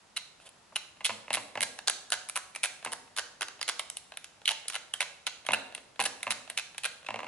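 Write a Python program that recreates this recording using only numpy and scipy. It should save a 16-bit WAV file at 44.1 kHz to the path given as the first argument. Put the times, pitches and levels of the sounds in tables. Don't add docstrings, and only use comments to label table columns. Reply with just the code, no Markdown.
import sys
import numpy as np
from scipy import signal
from scipy.fft import rfft, irfft, next_fast_len
from scipy.io import wavfile

SR = 44100
rng = np.random.default_rng(int(sys.argv[2]) if len(sys.argv) > 2 else 0)


def dump(signal):
    limited = np.clip(np.atleast_2d(signal).T, -1, 1)
    pcm = np.round(limited * 32767).astype(np.int16)
    wavfile.write(sys.argv[1], SR, pcm)


N = 320607
CONTACT_SIZE = 1536


def from_db(db):
    return 10 ** (np.asarray(db) / 20)


def at_hz(points, hz):
    f, value = np.transpose(points)
    return np.interp(np.log(hz), np.log(f), value)


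def band(x, low_hz, high_hz, order=2):
    sos = signal.butter(order, [low_hz, min(high_hz, SR / 2 - 1)], "band", fs=SR, output="sos")
    return signal.sosfilt(sos, x)


def resonate(x, modes):
    out = 0
    for k, (hz, width_hz, db) in enumerate(modes):
        radius = np.exp(-np.pi * width_hz / SR)
        poles = [1, -2 * radius * np.cos(2 * np.pi * hz / SR), radius * radius]
        ringing = (1 - radius * radius) / 2 * signal.lfilter([1, 0, -1], poles, x)
        out = out + (-1) ** k * from_db(db) * ringing
    return out


def ring_each(force, pitches_hz, width_hz):
    rings = [resonate(force[:, k], [(hz, width_hz, 0)]) for k, hz in enumerate(pitches_hz)]
    return np.stack(rings, axis=1)


def two_ears(pair, alike):
    alike = np.clip(alike, -1, 1)
    mid = np.sqrt((1 + alike) / 2) * pair[0]
    side = np.sqrt((1 - alike) / 2) * pair[1]
    return np.array([mid + side, mid - side])


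def contact(count, snap, chatter_s, skid_db, skid_s, alike):
    t = np.arange(CONTACT_SIZE) / SR
    grains = rng.standard_normal((count, 2, CONTACT_SIZE)).swapaxes(0, 1)
    grains = grains * np.abs(grains)
    skid = np.reshape(from_db(skid_db), (-1, 1)) * np.exp(-t / skid_s)
    force = grains * (np.exp(-t / chatter_s) + skid)
    force[0, :, 0] += snap
    return two_ears(force, alike)


def at_level(sounds, level_db):
    power = np.sum(sounds ** 2, axis=-1).mean(axis=0) / (.005 * SR)
    return sounds * (from_db(level_db) / np.sqrt(power))[:, None]


def blend(first, second, share, level_db):
    share = np.clip(share, .02, .98)
    first_db = level_db + 10 * np.log10(share)
    second_db = level_db + 10 * np.log10(1 - share)
    return at_level(first, first_db) + at_level(second, second_db)


def place(times, sounds):
    out = np.zeros((2, N + 2 * CONTACT_SIZE))
    for k, s in enumerate(times):
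        start = int(np.clip(round(s * SR), 0, N))
        out[:, start:start + CONTACT_SIZE] += sounds[:, k]
    return out[:, :N]


# frequency in Hz, likeness from 0 to 1.
DIFFUSE_LIKENESS = [(60, .9), (500, 0.37), (1200, 0.3), (2500, 0.52), (4500, 0), (11000, 0.48)]


def diffuse_bands(size):
    edges = 22 * 2 ** (np.arange(20) / 2)
    for low, high in zip(edges, edges[1:]):
        hz = np.sqrt(low * high)
        noise = band(rng.standard_normal((2, size)), low, high, order=3)
        yield hz, two_ears(noise, at_hz(DIFFUSE_LIKENESS, hz))


# frequency in Hz, relative spectral level in dB per Hz.
AIR_COLOUR = [(25, -9), (55, -5.5), (120, 0), (250, -2), (370, -5.5), (600, -2), (850, -1.5), (1300, -4),
              (3000, -9), (5500, -9), (11000, -18)]
AIR_DB = -61


def room_air():
    air = sum(noise * from_db(at_hz(AIR_COLOUR, hz)) for hz, noise in diffuse_bands(size=N))
    return from_db(AIR_DB) * air / air.std()


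# frequency in Hz, time to fall by 60 dB in seconds.
KITCHEN_T60 = [(120, 0.53), (400, 1.1), (1000, 0.57), (2800, 0.55), (6000, .5), (11000, 0.53)]
# frequency in Hz, reverberant level in dB relative to the direct sound.
KITCHEN_LEVEL = [(120, -1.5), (300, -0.5), (700, -8), (1500, -8.5), (3000, -12), (5500, -6), (8000, -6.5),
                 (11000, -23)]


def kitchen(x, build_s=0.007):
    t = np.arange(SR) / SR
    build = 1 - np.exp(-(t / build_s) ** 2)
    ending = np.cos(np.pi / 2 * t ** 4) ** 2
    response = 0
    for hz, noise in diffuse_bands(size=SR):
        decay = np.exp(-np.log(1000) * t / at_hz(KITCHEN_T60, hz))
        fade = decay * build * ending
        unit_fade = fade / np.sqrt(np.sum(fade ** 2))
        response = response + noise * unit_fade * from_db(at_hz(KITCHEN_LEVEL, hz))
    return signal.fftconvolve(x, response, axes=1)[:, :N]


# frequency in Hz, width in Hz, gain in dB.
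SYMPATHETIC_MODES = [(108, 5.3, 0.5), (218.5, 10, 8.5), (741.5, 2.4, 3)]


def reflections(nails, knocks, knock_db=1.0):
    left, right = (nails + from_db(knock_db) * knocks)[:, None]
    walls = (kitchen(left) + kitchen(right)) / np.sqrt(2)
    return walls + resonate((left + right) / 2, SYMPATHETIC_MODES)


# start in seconds, body level in dB, hard edge in dB relative to the body,
# seconds until it drops back (0 if it does not).
PHONE_ROCKS = [(0.723, -51.5, -13, 0.005), (1.0067, -45.5, 2, 0.0058), (1.094, -31.5, -0.5, 0.0092),
               (1.2805, -44.5, 2.5, 0), (1.305, -30.5, 1, 0), (1.3697, -32.5, -1, .0065),
               (1.5542, -36, -1, 0.00097), (1.5741, -33, 1, 0.00017), (2.8605, -34, -0.5, .012),
               (5.4879, -25.5, -0.5, .0188), (5.9935, -27, -3, 0), (6.268, -31, 0, .0085),
               (7.0867, -31.5, -1, .019), (7.142, -33, -1.5, 0.017), (7.1905, -36, -1, 0.013),
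               (7.2311, -37.5, -2.5, 0.013), (7.2666, -41, -2, 0)]
DROP_BACK_DB, DROP_BACK_EDGE_DB = -3.5, 0.5


def knock_contacts():
    tips = [(s, level_db, edge_db) for s, level_db, edge_db, _ in PHONE_ROCKS]
    drops = [(s + back_s, level_db + DROP_BACK_DB, edge_db + DROP_BACK_EDGE_DB)
             for s, level_db, edge_db, back_s in PHONE_ROCKS if back_s > 0]
    return tips + drops


# frequency in Hz, width in Hz, gain in dB.
BODY_MODES = [(590, 120, -3.5), (777, 190, -3.5), (1027, 253, -2.5)]
EDGE_MODES = [(1690, 167, 1), (2110, 260, 2.5), (2720, 235, 4.5), (3940, 1000, -10), (7900, 30000, -17.5)]
STONE_MODES = [(112, 16, -3.5), (204.6, 36, 0.2), (280, 57, 0.8)]
THUD_DB = -17


def phone_knocks():
    s, level_db, edge_db = np.transpose(knock_contacts())
    force = contact(len(s), snap=18.3, chatter_s=0.0022, skid_db=-8.0, skid_s=0.012, alike=0.99)
    body = band(resonate(force, BODY_MODES), 340, 1630)
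    frame = band(resonate(force, EDGE_MODES), 1000, 7700)
    push = contact(len(s), snap=80, chatter_s=.001, skid_db=-30, skid_s=.005, alike=1)
    thud = band(resonate(push, STONE_MODES), 43, 350)
    knocks = at_level(body, level_db) + at_level(frame, level_db + edge_db)
    return place(s, knocks + at_level(thud, level_db + THUD_DB))


# time in seconds, level in dB.
SLIDE_LEVEL = [(0.40, -80), (0.42, -59), (0.45, -67), (0.466, -49.5), (0.477, -54), (0.485, -81),
               (0.51, -85)]


def nail_slide():
    grains = two_ears(rng.standard_normal((2, N)), 0.91)
    grains = grains * np.abs(grains)
    hiss = resonate(grains, [(607, 140, -2.5), (3100, 850, -5.0), (9270, 1700, -9.5)])
    s, level_db = np.transpose(SLIDE_LEVEL)
    loudness = np.interp(np.arange(N) / SR, s, from_db(level_db), left=0, right=0)
    return hiss / hiss.std() * loudness


# start in seconds, level in dB.
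FINGER_TOUCHES = [(0.3997, -55.5), (0.4758, -57), (0.97, -56), (2.827, -46.5), (3.076, -56.5), (3.593, -50),
                  (4.1204, -44), (4.139, -52), (4.4163, -52), (4.655, -49.5), (5.45, -50.5), (5.724, -49),
                  (5.778, -43), (5.959, -53), (6.206, -52), (6.476, -47), (6.746, -47), (7.029, -54),
                  (7.047, -51)]
# ring in Hz, clean share of the power from 0 to 1, case spot in Hz,
# then case, glass and tick in dB relative to the touch's level, skid in dB relative to the hit.
DULL_COLOUR = (2600, 0.55, 657, -2, -12, -15.5, -10.5)


def touch_contacts():
    return [(s, level_db, *DULL_COLOUR) for s, level_db in FINGER_TOUCHES]


BOUNCE_S = .0108


def bounces(lead_s, run_s):
    before = np.linspace(-lead_s, 0, int(np.ceil(max(lead_s, 0) / BOUNCE_S)) + 1)
    after = np.linspace(0, run_s, int(np.ceil(max(run_s, 0) / BOUNCE_S)) + 1)
    return np.concatenate([before[:-1], after])


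# main hit in seconds, lead-in in seconds, run-out in seconds, nail level in dB, ring in Hz,
# clean ring's share of the nail's power from 0 to 1, Hz that the struck spot of the case favours,
# then case, glass and tick in dB relative to the nail.
NAIL_TAPS = [(0.1682, 0.0038, .008, -31.5, 2850, 0.6, 1430, -12, -7, -8.5),
             (0.172, 0.0013, 0, -33.5, 3960, .7, 1430, -18, -23, -5.5),
             (0.49, 0, 0.0014, -58, 3780, .5, 1430, -17, -15, 4),
             (0.7588, 0, .0054, -24.5, 2860, 0.75, 1085, -13, -10, -7.5),
             (1.0526, .007, .012, -24.5, 3407, 0.37, 1640, -13.5, -6, -3),
             (1.3388, .009, .016, -26.5, 2140, 0.1, 1650, -8.5, -7.5, 0),
             (1.6069, 0, 0, -29, 2080, .5, 1700, -13, -7, -1),
             (1.6277, .0103, .0043, -27, 2040, 0.24, 1700, -6, -4, 1),
             (1.789, 0, 0, -37, 2620, 0.57, 1582, -2, -4, -8),
             (1.8815, .007, 0, -25.5, 4500, .6, 1590, -3.5, 1.5, -5),
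             (1.8978, 0, 0, -28, 2820, .1, 1600, -2, -4, 3), (2.103, 0, 0, -50, 4580, 0.5, 1500, 3, 9, 13),
             (2.121, 0.000047, .018, -28.5, 2900, 0.17, 1400, -1.5, -1, -1.5),
             (2.2969, .009, 0, -39.5, 2330, 0.5, 1280, -2, -0.5, 7),
             (2.363, .006, .0105, -30.5, 2450, 0.4, 1060, -2, -5, 1.5),
             (2.56, .0105, 0.0003, -35, 2339, 0.95, 1270, -9.5, -9.5, -4.5),
             (2.6383, 0.0051, .018, -25.5, 2353, 0.62, 1602, -8, -6, -1),
             (2.8483, 0.00019, 0, -42.5, 2590, 0.3, 1600, 3, 3.5, 4),
             (2.9325, .013, 0, -35.5, 3000, 0.53, 956, -0.5, -3, 2),
             (3.1847, .02, .009, -29, 2780, 0.17, 1530, -1.5, -2, -4),
             (3.4095, 0, 0, -33, 2570, 0.43, 1510, -2.5, -3, -3),
             (3.419, 0, .01, -31, 3505, 0.13, 1490, -0.5, -3.5, -5.5),
             (3.4836, 0, 0, -41, 4770, 0.4, 1450, -3, -1.5, -7),
             (3.6133, 0.0002, 0, -31.5, 4900, 0.8, 1360, -7.5, -8, -13),
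             (3.628, 0, 0, -31.5, 4370, 0.3, 1530, -14, -3, -6.5),
             (3.6888, .009, .007, -27, 3100, 0.29, 1413, -5, -3.5, -4.5),
             (3.7943, 0.00031, 0.000063, -32.5, 2230, 0.23, 1250, -7, -8, -3.5),
             (3.9, 0, 0, -39.5, 3100, .6, 1440, -11.5, -0.5, 5.5),
             (3.9696, 0.000071, 0.00026, -42, 3000, 0.56, 860, -13, -6, 4),
             (4.1719, 0, 0, -34.5, 2990, 0.27, 1510, -11, -12, -2.5),
             (4.2431, 0.00012, 0, -42, 2936, 0.8, 1440, -13.5, -4.5, -6),
             (4.4561, 0, 0.00016, -30, 4180, 0.6, 1130, -27, -11, -12),
             (4.4773, 0.000093, .0045, -22, 2930, 0.7, 1410, -20, -14, -13.5),
             (4.4902, 0, 0, -21.5, 2790, 0.05, 1440, -16, -10, -14),
             (4.5083, .009, .008, -29.5, 2840, 0.6, 890, -5.5, -4.5, -6),
             (4.6822, 0.00044, 0.000057, -42.5, 4240, 0.17, 1340, -11, 2, 8.5),
             (4.6995, 0.00024, 0.00061, -41, 2080, 0.2, 1450, -2, -1.5, -3.5),
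             (4.7533, .03, .008, -29.5, 3100, 0.22, 1460, -5, -9, -8.5),
             (4.9385, 0.00025, 0, -30.5, 3068, .94, 1380, -10.5, -10.5, -3),
             (5.0059, 0.00022, .021, -26, 1980, 0.26, 915, -7, -8, -6.5),
             (5.2672, 0.00029, .0062, -27, 2990, 0.4, 1441, -10, -8, -11.5),
             (5.4649, 0, 0.00012, -36, 3200, 0.5, 1480, -7, -7.5, -3),
             (5.5194, 0, 0, -33, 3386, .8, 769, -13, -9, -2),
             (5.5342, 0.00083, .011, -22.5, 2750, 0.93, 1550, -5.5, -15.5, -11),
             (5.749, 0, 0.00021, -38, 2801, 0.55, 1710, -7.5, -10, -0.5),
             (6.0004, 0, .014, -25.5, 2575, 0.53, 751.5, -4.5, -9, -6.5),
             (6.024, 0, 0, -42, 2720, .2, 750, -3, -6, 9),
             (6.0389, 0.0013, 0.00072, -38.5, 2230, .2, 763, -4, -5, 1),
             (6.0578, .004, .004, -29.5, 2830, 0.4, 1740, -4, -3, -0.5),
             (6.2296, 0, 0.00039, -35, 2170, 0.2, 1530, -6.5, -9, -2),
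             (6.3061, 0.00059, .015, -28, 3170, .15, 1750, -7.5, -4, -1.5),
             (6.5, 0.0011, 0, -37, 2270, 0.35, 1660, -6, -11, -1.5),
             (6.5757, 0.00093, .02, -27, 2529, 0.49, 1540, -12.5, -7, -7),
             (6.7808, 0.0012, 0, -35.5, 2460, .38, 1680, -7.5, -8, -4),
             (6.8521, .017, .006, -26, 2447, 0.45, 1580, -8, -10.5, -6),
             (7.0656, 0.0019, 0.0021, -41.5, 2620, 0.6, 1398, -10.5, -12, -20)]
BOUNCE_JITTER_S, BOUNCE_SCATTER_DB, BOUNCE_SCATTER_OCTAVES = .0003, 0.4, 0.051
RISE_DB_PER_S, FALL_DB_PER_S = 441, 336
TICK_FADE_DB_PER_S, CASE_GROWTH_DB_PER_S = 105, 124
SKID_DB, LIFT_OFF_DB = -5.5, -18
BRUSH_S, BRUSH_DB, BRUSH_TICK_DB = .0035, -20, 2


def tap_contacts(size=16):
    spread = [BOUNCE_JITTER_S, BOUNCE_SCATTER_DB, BOUNCE_SCATTER_OCTAVES]
    rows = []
    for tap, chance in zip(NAIL_TAPS, rng.standard_normal((len(NAIL_TAPS), size, 3))):
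        s, lead_s, run_s, level_db, ring_hz, clean, spot_hz, case_db, glass_db, tick_db = tap
        moments = bounces(lead_s, run_s)
        if len(moments) > 1:
            brush_db = level_db - RISE_DB_PER_S * lead_s + BRUSH_DB
            rows.append((s - lead_s - BRUSH_S, brush_db, ring_hz, clean,
                         spot_hz, case_db, glass_db, tick_db + BRUSH_TICK_DB, SKID_DB))
        for t, draw in zip(moments, chance):
            late_s, stray_db, octaves = draw * (t != 0) * spread
            swell_db = min(RISE_DB_PER_S * t, -FALL_DB_PER_S * t)
            skid_db = LIFT_OFF_DB if t == moments[-1] else SKID_DB
            rows.append((s + t + late_s, level_db + swell_db + stray_db, ring_hz * 2 ** octaves, clean,
                         spot_hz, case_db + CASE_GROWTH_DB_PER_S * t, glass_db,
                         tick_db - TICK_FADE_DB_PER_S * t, skid_db))
    return rows


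# frequency in Hz, width in Hz, gain in dB.
PHONE_CASE_MODES = [(633, 324, -2.5), (913, 343, -0.5), (1573, 363, 0.5)]


def case_answer(skid_db):
    force = contact(len(skid_db), snap=6.5, chatter_s=0.0017, skid_db=skid_db, skid_s=0.013, alike=0.95)
    return band(resonate(force, PHONE_CASE_MODES), 366, 3160)


def struck_spot(spot_hz, skid_db):
    force = contact(len(skid_db), snap=14.2, chatter_s=0.0028, skid_db=skid_db, skid_s=0.0083, alike=1.0)
    return band(ring_each(force, spot_hz, width_hz=226), 437, 1820)


# frequency in Hz, width in Hz, gain in dB.
GLASS_RESONANCES = [(4220, 1050, 3), (5840, 2270, 3), (6895, 1840, 2.5)]


def glass_answer(skid_db):
    force = contact(len(skid_db), snap=17.5, chatter_s=0.0015, skid_db=skid_db, skid_s=0.012, alike=0.14)
    return band(resonate(force, GLASS_RESONANCES), 3600, 14000)


# frequency in Hz, width in Hz, gain in dB.
NAIL_TIP_MODES = [(8740, 1110, -5), (8944, 665, -2), (10665, 460, 4)]


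def tip_tick(skid_db):
    force = contact(len(skid_db), snap=14.0, chatter_s=0.00075, skid_db=skid_db, skid_s=0.0075, alike=0.38)
    return band(resonate(force, NAIL_TIP_MODES), 7410, 9690)


def nail_rattle(skid_db):
    force = contact(len(skid_db), snap=14.0, chatter_s=0.002, skid_db=skid_db, skid_s=0.0095, alike=0.63)
    # Hz, width Hz, dB
    modes = [(2080, 310, -1.7), (2940, 830, -0.37), (3980, 690, -0.085)]
    return band(resonate(force, modes), 1530, 4230)


def nail_ring(ring_hz, skid_db):
    force = contact(len(skid_db), snap=25.0, chatter_s=0.00072, skid_db=skid_db - 1, skid_s=0.0075, alike=1.0)
    return band(ring_each(force, ring_hz, width_hz=210), 1810, 4550)


SPOT_SHARE = 0.39
RING_TO_WALLS = 0.71


def nail_clicks():
    contacts = np.transpose(tap_contacts() + touch_contacts())
    s, level_db, ring_hz, clean, spot_hz, case_db, glass_db, tick_db, skid_db = contacts
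    ring = nail_ring(ring_hz, skid_db)
    rattle = nail_rattle(skid_db)
    case = blend(struck_spot(spot_hz, skid_db), case_answer(skid_db), SPOT_SHARE, level_db + case_db)
    glass = at_level(glass_answer(skid_db), level_db + glass_db)
    tip = at_level(tip_tick(skid_db), level_db + tick_db)
    rest = case + glass + tip
    to_front = place(s, blend(ring, rattle, clean, level_db) + rest)
    to_walls = place(s, blend(ring, rattle, clean * RING_TO_WALLS, level_db) + rest)
    return to_front, to_walls


# frequency in Hz, left minus right in dB, lead of the left in radians.
MICROPHONE_PORTS = [(300, 0.5, 0.012), (1020, -1.62, 0.063), (3000, -2, 0.84), (5550, -2.5, 1.85),
                    (9550, -1.0, 0.99)]


def at_microphones(x):
    size = next_fast_len(N)
    hz = np.maximum(np.fft.rfftfreq(size, 1 / SR), 1)
    ports = np.array(MICROPHONE_PORTS)
    pan_db = at_hz(ports[:, [0, 1]], hz)
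    lead = at_hz(ports[:, [0, 2]], hz)
    response = np.array([from_db(pan_db / 2), from_db(-pan_db / 2) * np.exp(-1j * lead)])
    return irfft(rfft(x, size) * response, size)[:, :N]


def scene():
    to_front, to_walls = nail_clicks()
    slide = nail_slide()
    knocks = phone_knocks()
    direct = to_front + slide + knocks
    return at_microphones(direct + reflections(to_walls + slide, knocks)) + room_air()


CUTOFF_HZ = 11250


def record(dry):
    low_pass = signal.ellip(10, .3, 70, CUTOFF_HZ, fs=SR, output="sos")
    return signal.sosfilt(low_pass, dry)


dry = scene()
out = record(dry)
dump(out)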